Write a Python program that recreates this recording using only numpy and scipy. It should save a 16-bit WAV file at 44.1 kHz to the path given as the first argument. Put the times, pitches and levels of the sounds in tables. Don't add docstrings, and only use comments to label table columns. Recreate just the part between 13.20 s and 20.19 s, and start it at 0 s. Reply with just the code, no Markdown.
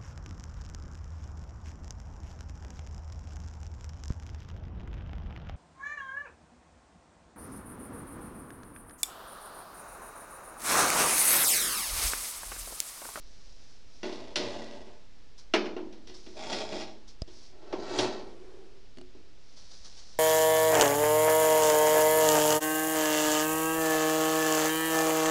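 import sys
import numpy as np
from scipy import signal
from scipy.fft import rfft, irfft
from scipy.io import wavfile

SR = 44100
rng = np.random.default_rng(int(sys.argv[2]) if len(sys.argv) > 2 else 0)


def digitize_waveform(pressure):
    field = np.atleast_2d(pressure).T
    bounded = np.clip(field, -1, 1)
    quanta = np.round(bounded * 32767).astype(np.int16)
    wavfile.write(sys.argv[1], SR, quanta)


N = 308203


def amp(db):
    return 10 ** (np.asarray(db) / 20)


def unit(x):
    return x / np.sqrt(np.mean(x ** 2) + 1e-20)


def add(mix, start_s, sound):
    part = mix[max(round(start_s * SR), 0):][:len(sound)]
    part += sound[:len(part)]


def band(x, lo_hz, hi_hz, order=3):
    return signal.sosfilt(signal.butter(order, [lo_hz, hi_hz], "bandpass", fs=SR, output="sos"), x)


def coloured(x, colour, peaks=(), peak_db=0):
    hz = np.fft.rfftfreq(len(x), 1 / SR)
    colour_hz, colour_db = np.transpose(colour)
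    power = amp(np.interp(np.log(hz + 1), np.log(colour_hz + 1), colour_db)) ** 2
    for centre_hz, width_hz, db in peaks:
        power += amp(db + peak_db) ** 2 / (1 + (2 * (hz - centre_hz) / width_hz) ** 2) ** 2
    return irfft(rfft(x) * np.sqrt(power), len(x))


def grains(n, per_s, spread_db):
    sizes = amp(spread_db * np.minimum(rng.exponential(1, n), 4))
    return unit(sizes * rng.choice([-1, 1], n) * (rng.random(n) < per_s / SR))


def movement(start_s, length_s, db, ease_in=0.31, ease_out=0.27):
    progress = (np.arange(N) / SR - start_s) / length_s
    return amp(db) * np.clip(np.minimum(progress / ease_in, (1 - progress) / ease_out), 0, 1)


# frequency in Hz, relative level in dB.
ROOM_COLOUR = [(29, -37), (50, 5), (151, -7.5), (296, -7), (324, -15), (397, -8), (1040, -18.5),
               (5280, -18.5), (10900, -39), (14100, -62), (22000, -120)]

def room_hiss(gain_db=-62):
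    hiss = coloured(rng.standard_normal(N), ROOM_COLOUR)
    return amp(gain_db) * band(hiss, 40, 9300, order=2) / np.std(band(hiss, 85, 11000))


def camera_rumble(steady_db=-59):
    rumble = unit(band(rng.standard_normal(N), 19.0, 34.3, order=2))
    return rumble * (amp(steady_db) + movement(start_s=-0.2, length_s=0.63, db=-61))


# frequency in Hz, relative level in dB.
CLOTH_COLOUR = [(590, -11.5), (1000, -12.5), (2530, -16), (4420, -3), (5680, -2.5), (8050, -20),
                (9930, -25), (10900, -41), (14100, -63), (22000, -120)]
# start in seconds, length in seconds, relative level in dB.
ARM_MOVES = [(-0.25, 1.03, -60.5), (0.664, 0.32, -61), (2.834, 0.52, -58.5), (4.049, 0.3, -56.5),
             (6.12, 1.34, -55.5)]
# start in seconds, relative level in dB.
SLEEVE_BRUSHES = [(2.178, -43.5), (2.8709, -55), (2.941, -45), (3.8761, -44), (6.366, -48.5),
                  (6.5094, -49.5), (6.646, -44), (6.7675, -45.5)]

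def sleeve(move_db=-2, brush_db=-6, brush_rise_s=0.0098):
    fibres = unit(coloured(grains(N, per_s=6000, spread_db=2.5), CLOTH_COLOUR))
    speed = amp(move_db) * sum(movement(*move) for move in ARM_MOVES)
    age = np.arange(SR // 4) / SR / brush_rise_s
    for start_s, db in SLEEVE_BRUSHES:
        add(speed, start_s, amp(db + brush_db) * np.sqrt(age) * np.exp(-age / 2))
    return fibres * speed


def sheet_ring(n, treble_spacing_hz=14):
    hz = np.fft.rfftfreq(n, 1 / SR)
    is_mode = rng.random(len(hz)) < hz[1] / treble_spacing_hz * (1 + 1000 / (hz + 200))
    real, imag = rng.standard_normal((2, len(hz)))
    return unit(irfft(is_mode * (real + 1j * imag), n))


# frequency in Hz, relative level in dB, t60 in seconds.
SHELL_MODES = [(195.8, -11.5, 0.83), (214.7, -4.5, 0.97), (249.3, -9, 0.87), (321.5, 3.5, 0.65),
               (368, 6.5, 0.57), (414, -12.5, 0.59), (443, -2.5, 0.35), (606, -9.5, 0.61), (645, 0, 0.36),
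               (735, -9, 0.5), (815, -10, 0.49), (1466, -3.5, 0.24), (1987, 2, 0.14), (2800, 9, 0.059),
               (3350, 1.5, 0.072), (4300, -5, 0.42), (5750, 9.5, 0.018)]
# low and high edge in Hz, then rise, crack t60 before damping and sheet t60 in seconds.
BLOW_BANDS = [(242, 491, 0.0006, 0.072, 0.79), (555, 1023, 0.00053, 0.19, 0.8),
              (1190, 2910, 0.00021, 0.18, 0.48), (3060, 5830, .0004, 0.14, 0.46)]

def blow(levels_db, sheet_db, fizz_db, damping, shell_over_sheet_db=4):
    t = np.arange(SR) / SR
    attack = slice(0, SR // 40)
    out, sheet, noise = np.zeros(SR), sheet_ring(SR), rng.standard_normal(SR)
    shell_db = sheet_db + shell_over_sheet_db
    below_hz = 0
    for db, (lo_hz, hi_hz, rise_s, crack_t60_s, sheet_t60_s) in zip(levels_db, BLOW_BANDS):
        onset = 1 - np.exp(-t / rise_s)
        burst = onset * noise * amp(-60 * t * damping / crack_t60_s)
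        crack = band(burst, lo_hz, hi_hz, order=4)
        ring = band(onset * sheet * amp(-60 * t / sheet_t60_s), lo_hz, hi_hz, order=4)
        part = crack / np.std(crack[attack]) + amp(sheet_db) * ring / np.std(ring[attack])
        for hz, mode_db, t60_s in SHELL_MODES:
            if below_hz <= hz < hi_hz:
                envelope = onset * amp(shell_db + mode_db - 60 * t / t60_s)
                part += envelope * np.sin(2 * np.pi * (hz * t + rng.random()))
        out += amp(db) * part / np.std(part[attack])
        below_hz = hi_hz
    fizz = band(burst, 6500, 11000)
    return out + amp(levels_db[-1] + fizz_db) * fizz / np.std(fizz[attack])


def blows(table, damping, low_mid_db, high_mid_db, fizz_db=-23, firm_db=-30.5, thin_db_per_db=0.34):
    out = np.zeros(N)
    edges_hz = np.array(BLOW_BANDS)[:, 0]
    octaves = np.log2(edges_hz / edges_hz[0])
    for start_s, strength_db, tilt_db, ring_db in table:
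        thin_db = thin_db_per_db * min(strength_db - firm_db, 0)
        mids_db = np.array([0, low_mid_db + thin_db, high_mid_db + thin_db, 0])
        levels_db = strength_db + tilt_db * octaves + mids_db
        add(out, start_s, blow(levels_db, ring_db, fizz_db + tilt_db, damping))
    return out


# start in seconds, relative level in dB, tilt in dB per octave, ring over crack in dB.
TRAY_BLOWS = [(0.831, -38.5, -2.24, 1), (0.926, -53, 0, -5), (1.1575, -40, 2.5, -5.5),
              (2.3372, -24.5, -1.94, -7), (2.457, -37, -4.5, -10.5), (2.565, -35.5, -6.5, -5),
              (2.726, -54.5, -1.5, -3), (2.872, -56.5, 0.6, -5), (2.896, -52, -1.5, 3),
              (3.063, -50.5, -2, -6), (3.327, -43, 1, -1), (3.525, -38.5, -4, 1), (3.607, -45.5, -0.3, 0)]

def tray_blows():
    return amp(-0.5) * blows(TRAY_BLOWS, damping=1.1, low_mid_db=-1.5, high_mid_db=2.5)


def friction(strokes, colour, peaks, peak_db, slips_per_s, spread_db, ring_t60_s, ring_db, gain_db,
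             scrape_db, scrape_growth, fizz_db, fizz_growth, crinkle_db=-7):
    out = np.zeros(N)
    ring_t = np.arange(SR // 2) / SR
    metal = sheet_ring(len(ring_t)) * amp(-60 * ring_t / ring_t60_s)
    metal *= amp(ring_db) / np.linalg.norm(metal)
    metal[0] += 1
    for stroke in strokes:
        times_s, force_db = np.transpose(stroke)
        top_db = force_db.max()
        slips = grains(SR + len(metal) - 1, slips_per_s, spread_db)
        sliding = coloured(signal.fftconvolve(slips, metal, "valid"), colour, peaks, peak_db)
        body = unit(band(sliding, 90, 1100, order=5))
        scrape = amp(scrape_db) * unit(band(sliding, 1100, 6500, order=5))
        treble = unit(band(sliding, 6500, 11000, order=5))
        crinkle = unit(band(grains(SR, per_s=230, spread_db=3), 4400, 10000))
        fizz = amp(fizz_db) * unit(treble + amp(crinkle_db) * crinkle)
        first_s, last_s = times_s[0], times_s[-1]
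        t = first_s - 0.05 + np.arange(SR) / SR
        fade = np.interp(t, [first_s - 0.012, first_s, last_s, last_s + 0.04], [0, 1, 1, 0])
        drop_db = np.interp(t, times_s, force_db) - top_db
        for part, growth in [(body, 1), (scrape, scrape_growth), (fizz, fizz_growth)]:
            add(out, t[0], part * fade * amp(top_db + growth * drop_db))
    return amp(gain_db) * out


# start in seconds, length in seconds, relative level in dB.
CHATTER_SPANS = [(0.85, 0.39, -40), (1.179, 0.66, -34)]
# frequency in Hz, relative level in dB.
CHATTER_COLOUR = [(88, -57), (150, -22), (260, -8), (361, -5.5), (585, -11), (794, -17), (868, -12.5),
                  (5210, -12), (10900, -35), (14100, -86), (22000, -120)]
# centre in Hz, width in Hz, relative level in dB.
CHATTER_RESONANCES = [(114, 12, -0.5), (214, 35, -4.5), (260, 31, -4), (363, 37, -0.5), (460, 28, -8),
                      (577.5, 53, 3.5), (700, 160, -3.5), (863, 53, -8), (1960, 110, -4.5), (2700, 51, -26)]

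def tray_chatter(fade_db_per_s=30, rest_db=-11):
    progress = np.linspace(0, 1, 10)
    strokes = []
    for start_s, length_s, db in CHATTER_SPANS:
        force_db = db - fade_db_per_s * length_s * progress + rest_db * progress ** 6
        strokes.append(np.column_stack([start_s + length_s * progress, force_db]))
    return friction(strokes, CHATTER_COLOUR, CHATTER_RESONANCES, peak_db=-1.5,
                    slips_per_s=700, spread_db=2, ring_t60_s=0.46, ring_db=0.5, gain_db=-1.5,
                    scrape_db=-7, scrape_growth=1.15, fizz_db=-28.5, fizz_growth=0.89)


# time in seconds, relative hand force in dB.
PUSH_FORCE = [(3.14, -64), (3.17, -42.5), (3.332, -35.5), (3.496, -40), (3.532, -40), (3.608, -38),
              (3.76, -55)]
# frequency in Hz, relative level in dB.
PUSH_COLOUR = [(88, -47), (150, -13.5), (318, -5.5), (374, 3), (498, -3.5), (596, -2), (884, -10),
               (1120, -20), (5300, -16.5), (10900, -43), (14100, -83), (22000, -120)]
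# centre in Hz, width in Hz, relative level in dB.
PUSH_RESONANCES = [(117.6, 21, -1.5), (211, 12, -5.5), (364, 30, 5.5), (604, 78, 0.5), (729, 35, 3),
                   (896, 49, -2), (2440, 90, -21)]

def tray_push():
    return friction([PUSH_FORCE], PUSH_COLOUR, PUSH_RESONANCES, peak_db=0,
                    slips_per_s=650, spread_db=4, ring_t60_s=0.17, ring_db=2, gain_db=-2.5,
                    scrape_db=-1.5, scrape_growth=1.45, fizz_db=-18.5, fizz_growth=1.6)


def struck_modes(modes, t):
    return sum(amp(db - 60 * t / t60_s) * np.sin(2 * np.pi * hz * t) for hz, db, t60_s in modes)


# frequency in Hz, level in dB, t60 in seconds.
CAMERA_MODES = [(5000, -30, 0.016), (648, -33.5, 0.028)]

def camera_tick(snap_db=-35, snap_t60_s=0.012, push_db=-12, push_s=0.003):
    t = np.arange(SR // 10) / SR
    age = t / push_s
    push = -amp(push_db) * age * (1 - age / 2.8) * np.exp(-age)
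    burst = amp(snap_db - 60 * t / snap_t60_s) * rng.standard_normal(len(t))
    return push + band(burst, 300, 6000, order=2) + struck_modes(CAMERA_MODES, t)


# start in seconds, relative level in dB, tilt in dB per octave, ring over crack in dB.
DOOR_KNOCKS = [(4.076, -52, -2, -3), (4.5255, -30, -5.5, -17), (4.58, -40, -9, -20), (4.787, -34, 1.1, -10),
               (4.798, -35, -1.5, -3), (4.841, -32, -3, -9), (5.948, -52, -5, -5)]

def door_knocks():
    return amp(-1.5) * blows(DOOR_KNOCKS, damping=1.02, low_mid_db=-1.5, high_mid_db=-4)


def door_hum(hz=374, width_hz=45):
    ring = unit(band(rng.standard_normal(N), hz - width_hz / 2, hz + width_hz / 2, order=1))
    return ring * movement(start_s=4.244, length_s=1.46, db=-51.5)


def door_swing(start_s=4.33, shut_s=4.809, settled_s=5.12, rise_db_per_s=56, fall_db_per_s=66.5):
    shut_db = -32.5
    stroke = [(start_s, shut_db - rise_db_per_s * (shut_s - start_s)),
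              (shut_s, shut_db),
              (settled_s, shut_db - fall_db_per_s * (settled_s - shut_s))]
    return linkage_scrape(stroke)


# frequency in Hz, relative level in dB.
LINKAGE_COLOUR = [(88, -55), (150, -18.5), (374, 3.5), (516, -4.5), (713, -3), (1120, -10.5), (2240, -19.5),
                  (4430, -14.5), (7190, -24.5), (10900, -43), (14100, -79), (22000, -120)]
# centre in Hz, width in Hz, relative level in dB.
LINKAGE_RESONANCES = [(112.4, 21, -3), (235.4, 22, 0.5), (390, 40, -6), (456, 36, 4), (610, 56, -2),
                      (1880, 160, -13), (3700, 120, -22), (4350, 220, -18)]

def linkage_scrape(stroke):
    return friction([stroke], LINKAGE_COLOUR, LINKAGE_RESONANCES, peak_db=-1.5,
                    slips_per_s=1000, spread_db=2.5, ring_t60_s=0.22, ring_db=2, gain_db=-0.5,
                    scrape_db=-3.5, scrape_growth=1.37, fizz_db=-16.5, fizz_growth=2.56)


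# start in seconds, gain in dB.
CATCH_CLICKS = [(5.7725, -43), (5.7848, -38.5), (5.8132, -40)]
# frequency in Hz, relative level in dB, t60 in seconds.
CATCH_MODES = [(267, -10.5, 0.45), (366, -4.5, 0.38), (620, -9, 0.035), (2900, -11, 0.023),
               (4430, -10, 0.025)]

def door_catch(snap_t60_s=0.013):
    out, t = np.zeros(N), np.arange(SR // 2) / SR
    ring = struck_modes(CATCH_MODES, t)
    for start_s, db in CATCH_CLICKS:
        burst = amp(-60 * t / snap_t60_s) * rng.standard_normal(len(t))
        add(out, start_s, amp(db) * (band(burst, 400, 4800, order=2) + ring))
    return out


def scene(tick_s=4.0198):
    tray = tray_blows() + tray_chatter() + tray_push()
    door = door_knocks() + door_swing() + door_hum() + door_catch()
    mix = tray + door + sleeve() + room_hiss() + camera_rumble()
    add(mix, tick_s, camera_tick())
    return mix[None]


def record(dry):
    cutoff_hz, offset = 10900, 0.0099
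    lowpass = signal.firwin(161, cutoff_hz, window=("kaiser", 7), fs=SR)
    return signal.oaconvolve(dry, lowpass[None], "same") + offset


dry = scene()
out = record(dry)
digitize_waveform(out)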